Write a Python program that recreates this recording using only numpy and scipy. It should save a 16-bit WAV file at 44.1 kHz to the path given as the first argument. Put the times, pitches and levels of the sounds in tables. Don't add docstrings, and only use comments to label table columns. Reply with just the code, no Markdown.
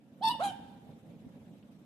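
import sys
import numpy as np
from scipy import signal
from scipy.fft import rfft, irfft
from scipy.io import wavfile
from scipy.ndimage import uniform_filter1d, map_coordinates

SR = 44100
rng = np.random.default_rng(int(sys.argv[2]) if len(sys.argv) > 2 else 0)


def wav_out(sig):
    wavfile.write(sys.argv[1], SR, np.round(np.clip(np.atleast_2d(sig).T, -1, 1) * 32767).astype(np.int16))


N = 81585


def amp(db):
    return 10 ** (np.asarray(db) / 20)


def unit(x):
    return x / np.sqrt(np.mean(x ** 2) + 1e-20)


def by_hz(table, hz, column=1):
    columns = np.transpose(table)
    return np.interp(np.log(hz + 1), np.log(columns[0] + 1), columns[column])


def by_time(table, t, column=1):
    columns = np.transpose(table)
    return np.interp(t, columns[0], columns[column])


def wobble(size, rate_hz):
    hz = np.fft.rfftfreq(size, 1 / SR)
    return unit(irfft(rfft(rng.standard_normal(size)) / (1 + (hz / rate_hz) ** 4), size))


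def add(mix, start_s, sound):
    part = mix[:, round(start_s * SR):][:, :sound.shape[1]]
    part += sound[:, :part.shape[1]]


def rushing_noise(tone, loudness, likeness, left_db, patchy_db, flicker_db):
    frames, bands = N // 256 + 6, 513
    a, b, c, d, patches = rng.standard_normal((frames, bands, 5)).T
    patches = uniform_filter1d(patches, size=14, axis=0)
    patches = unit(uniform_filter1d(patches, size=4, axis=1))
    left = a + 1j * b
    right = likeness * left + np.sqrt(1 - likeness ** 2) * (c + 1j * d)
    patchy = np.array([left, right]) * amp(patchy_db * patches)
    noise = signal.istft(patchy, nperseg=1024, noverlap=768)[1][:, :N]
    noise = irfft(rfft(noise) * amp(by_hz(tone, np.fft.rfftfreq(N, 1 / SR))), N)
    noise = unit(noise * amp(flicker_db * wobble(N, 39)))
    return noise * amp(by_time(loudness, np.arange(N) / SR) + left_db * np.array([[.5], [-.5]]))


# f/Hz, relative level/dB
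WIND_TONE = [(20, -37.5), (80, -11.5), (120, -4.5), (225, 1.5), (290, -4), (375, -15.5), (530, -13),
             (750, -20.5), (1100, -33), (8000, -99)]
# t/s, level/dB
WIND_LOUDNESS = [(0, -59.5), (.17, -56.5), (.28, -46.5), (0.374, -50), (0.482, -46.5), (0.569, -54),
                 (0.668, -50.5), (0.821, -54.5), (0.903, -47.5), (1.003, -57), (1.088, -52), (1.3, -53.5),
                 (1.362, -51), (1.43, -52), (1.85, -57.5)]
def wind():
    return rushing_noise(WIND_TONE, WIND_LOUDNESS, likeness=.92, left_db=-2.5, patchy_db=1, flicker_db=1.47)


# f/Hz, relative level/dB
RIPPLE_TONE = [(100, -25), (600, 2.5), (2000, -1.5), (3900, -4), (4400, -10.5), (7000, -12), (14000, -15)]
# t/s, level/dB
RIPPLE_LOUDNESS = [(0, -76), (.2, -71.5), (.9, -69.5), (1.28, -71), (1.38, -69.5), (1.85, -73)]
def ripples():
    return rushing_noise(RIPPLE_TONE, RIPPLE_LOUDNESS,
                         likeness=0, left_db=0, patchy_db=2.24, flicker_db=-1)


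TREBLE_HZ, RASP_CORNER_HZ, RING_WIDTH_HZ = 3530, 9100, 210
CATCH_S, RELEASE_S, CLEARING_S = .022, .016, .0033
JITTER_HZ, FLUTTER_HZ, FLUTTER_FADE_S = 237, 104.2, .046


def throat_gain(tone, hz):
    return amp([by_hz(tone, hz, column=1), by_hz(tone, hz, column=2)])


def rasp(phase, tone, bright_db):
    size = len(phase)
    hz = np.fft.rfftfreq(size, 1 / SR)
    puffs = rng.standard_normal((2, size)) * (1 + np.cos(phase))
    breath = rfft(puffs) * throat_gain(tone, hz) * hz / np.hypot(hz, RASP_CORNER_HZ)
    treble = hz ** 4 / (hz ** 4 + TREBLE_HZ ** 4)
    return irfft(breath * (1 - treble), size) + amp(bright_db) * irfft(breath * treble, size)


# f/Hz, lead/radians
LEFT_LEAD = [(600, 0.1594), (900, 0.13), (1700, 2.4), (3600, 7.76), (4500, 5.06), (14000, 9.1)]
def honk(call, tone, ring, clears_s, rasp_db, jitter, flutter, catch_jitter, release_jitter):
    t = np.arange(call[0][0], call[-1][0], 1 / SR)
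    size, age = len(t), t - t[0]
    pitch = by_time(call, t)
    level = amp(by_time(call, t, column=2))
    bright_db = by_time(call, t, column=3)
    clear = .5 + .5 * np.tanh((t - clears_s) / CLEARING_S)
    hoarse = 1 - .5 * clear
    unsteady = catch_jitter * np.exp(-age / CATCH_S) + release_jitter * np.exp((t - t[-1]) / RELEASE_S)
    waver = (jitter * hoarse + unsteady) * wobble(size, JITTER_HZ)
    waver += flutter * np.exp(-age / FLUTTER_FADE_S) * np.sin(2 * np.pi * FLUTTER_HZ * age)
    phase = 2 * np.pi * np.cumsum(pitch * (1 + waver)) / SR
    voice = np.zeros((2, size))
    for k in range(1, 20):
        hz = k * pitch
        angle = k * phase + by_hz(LEFT_LEAD, hz) * np.array([[.5], [-.5]])
        if k == 1:
            voice += amp(tone[0][1:])[:, None] * np.cos(angle)
        else:
            ring_db = clear * sum(db / (1 + ((hz - centre) / RING_WIDTH_HZ) ** 2) for centre, db in ring)
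            effort_db = bright_db * (hz / TREBLE_HZ) ** .53
            shimmer_db = 2.4 * hoarse * wobble(size, FLUTTER_HZ)
            quiver = .11 * (hz / TREBLE_HZ) * hoarse * wobble(size, JITTER_HZ)
            gain = throat_gain(tone, hz) * amp(effort_db + ring_db + shimmer_db)
            voice += gain * np.cos(angle + quiver)
    breath = amp(rasp_db) * hoarse * rasp(phase, tone, bright_db) * (level / level.max()) ** .41
    out = np.zeros((2, N))
    add(out, t[0], (np.sqrt(2) * voice + breath) * level * signal.windows.tukey(size, .04))
    return out


# t/s, pitch/Hz, level/dB, brightness/dB
BUGLE_CALL = [(.208, 755, -68, -45), (.213, 748, -42, -31), (.221, 764.5, -38, -9), (.228, 874, -33, -5),
              (.24, 904, -29.5, 3.5), (.247, 900, -23.5, -6), (.254, 900, -25, 2), (.265, 895, -25, -1),
              (.276, 900.3, -24, 2), (.287, 879.3, -27, 8), (.295, 936, -25, -8.5), (.301, 974, -36.5, -6),
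              (.307, 968, -28, 2), (.322, 957.8, -31.5, -2), (.329, 954, -52, 2), (.338, 944.5, -36, -14),
              (.362, 800, -47.5, -10)]
# f/Hz, left level/dB, right level/dB
BUGLE_TONE = [(900, -3.5, 1), (1762, -19.5, -21.5), (2330, -51, -33), (2646, -27.5, -29),
              (2978, -17, -14.5), (3440, -13.5, -14.5), (4360, -15.5, -16.5), (5370, -22.5, -37),
              (5900, -54, -40.5), (7100, -46.5, -44), (8320, -32, -43.5), (9280, -37.5, -24.5),
              (9700, -41.5, -35.5), (13400, -45, -41)]
# f/Hz, boost/dB
BUGLE_RING = [(2900, 10.5)]
def first_swan():
    return honk(BUGLE_CALL, BUGLE_TONE, BUGLE_RING, clears_s=.312, rasp_db=8,
                jitter=.004, flutter=.03, catch_jitter=.045, release_jitter=.12)


def echo(sound, tone, fade_s, delay_s):
    size, bounces_per_s = 65536, 3000
    bounces = rng.choice([-1., 1.], (2, size)) * (rng.random((2, size)) < bounces_per_s / SR)
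    hz, t, bands = signal.stft(unit(bounces), SR, nperseg=256)
    decay = np.log(1000) / fade_s
    fade = np.exp(-decay * t) * np.sqrt(2 * decay / SR)
    tail = signal.istft(bands * amp(by_hz(tone, hz)[:, None]) * fade, SR, nperseg=256)[1]
    out = np.zeros((2, N))
    add(out, delay_s, signal.fftconvolve(sound, tail, axes=1))
    return out


def blur(sound, sway_s):
    return np.array([map_coordinates(side, [np.arange(N) + sway_s * SR * wobble(N, rate_hz=35)])
                     for side in sound])


# f/Hz, level/dB
ROCK_TONE = [(500, -11), (900, -16.5), (1800, -7.5), (2900, 0), (3500, -10.5), (5200, -8),
             (6500, -3), (13000, -5)]
def rock_echo(calls):
    return blur(echo(calls, ROCK_TONE, fade_s=.18, delay_s=.008), sway_s=.000015)


# f/Hz, level/dB
FOREST_TONE = [(300, -45), (850, -13), (1100, -26), (1600, -12), (3200, -11.5), (4200, -21.5), (5500, -15),
               (11000, -20)]
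def forest_echo(calls):
    return blur(echo(calls, FOREST_TONE, fade_s=.98, delay_s=.048), sway_s=.00007)


# t/s, pitch/Hz, level/dB, brightness/dB
REPLY_CALL = [(.394, 497, -43, -5), (.402, 536.4, -36, -2), (.407, 680, -29.5, -9.5),
              (.423, 714.7, -26, -10.5), (.428, 790.5, -28.5, -6), (.444, 818, -27, 2.5),
              (.462, 792.6, -28, 0.5), (.482, 790, -29, -6), (.494, 782.3, -41, 0.5),
              (.505, 740, -36.5, -1.5), (.52, 741, -46.5, -43)]
# f/Hz, left level/dB, right level/dB
REPLY_TONE = [(800, -5, -1.5), (1250, -10.5, -2.5), (1644, -25.5, -21.5), (2400, -29, -25),
              (3320, -24, -22.5), (3950, -18, -31), (5500, -47.5, -47), (6400, -31.5, -36.5),
              (8200, -37.5, -30), (8600, -42, -55), (10060, -32.5, -30.5), (11260, -35, -33.5),
              (11400, -47, -46)]
# f/Hz, boost/dB
REPLY_RING = [(1580, 3.97), (3110, 14.2), (5420, 21.7)]
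def second_swan():
    return honk(REPLY_CALL, REPLY_TONE, REPLY_RING, clears_s=.479, rasp_db=17,
                jitter=.012, flutter=.038, catch_jitter=.052, release_jitter=.025)


# f/Hz, level/dB
FAR_TONE = [(850, -33.5), (1600, -44)]
def far_shore_echo(calls):
    return echo(calls, FAR_TONE, fade_s=.59, delay_s=.405)


# t/s, level/dB, f/Hz
LAPS = [(1.101, -62, 566), (1.262, -44, 242), (1.625, -69, 2980)]
def splashes():
    rise_s, pitch_spread = .0048, .26
    out, t = np.zeros((2, N)), np.arange(4096) / SR
    hz = np.fft.rfftfreq(len(t), 1 / SR)
    burst = t / rise_s * np.exp(1 - t / rise_s)
    for start_s, db, centre_hz in LAPS:
        band = 1 / (1 + ((hz / centre_hz - 1) / pitch_spread) ** 2)
        spray = irfft(rfft(rng.standard_normal((2, len(t)))) * band)
        add(out, start_s, amp(db) * unit(spray) * burst)
    return out


def scene():
    calls = first_swan() + second_swan()
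    echoes = rock_echo(calls) + forest_echo(calls) + far_shore_echo(calls)
    return wind() + ripples() + calls + echoes + splashes()


def record(dry):
    low_pass = signal.firwin(511, cutoff=14300, window=("kaiser", 9), fs=SR)
    return signal.oaconvolve(dry, low_pass[None], "same")


dry = scene()
out = record(dry)
wav_out(out)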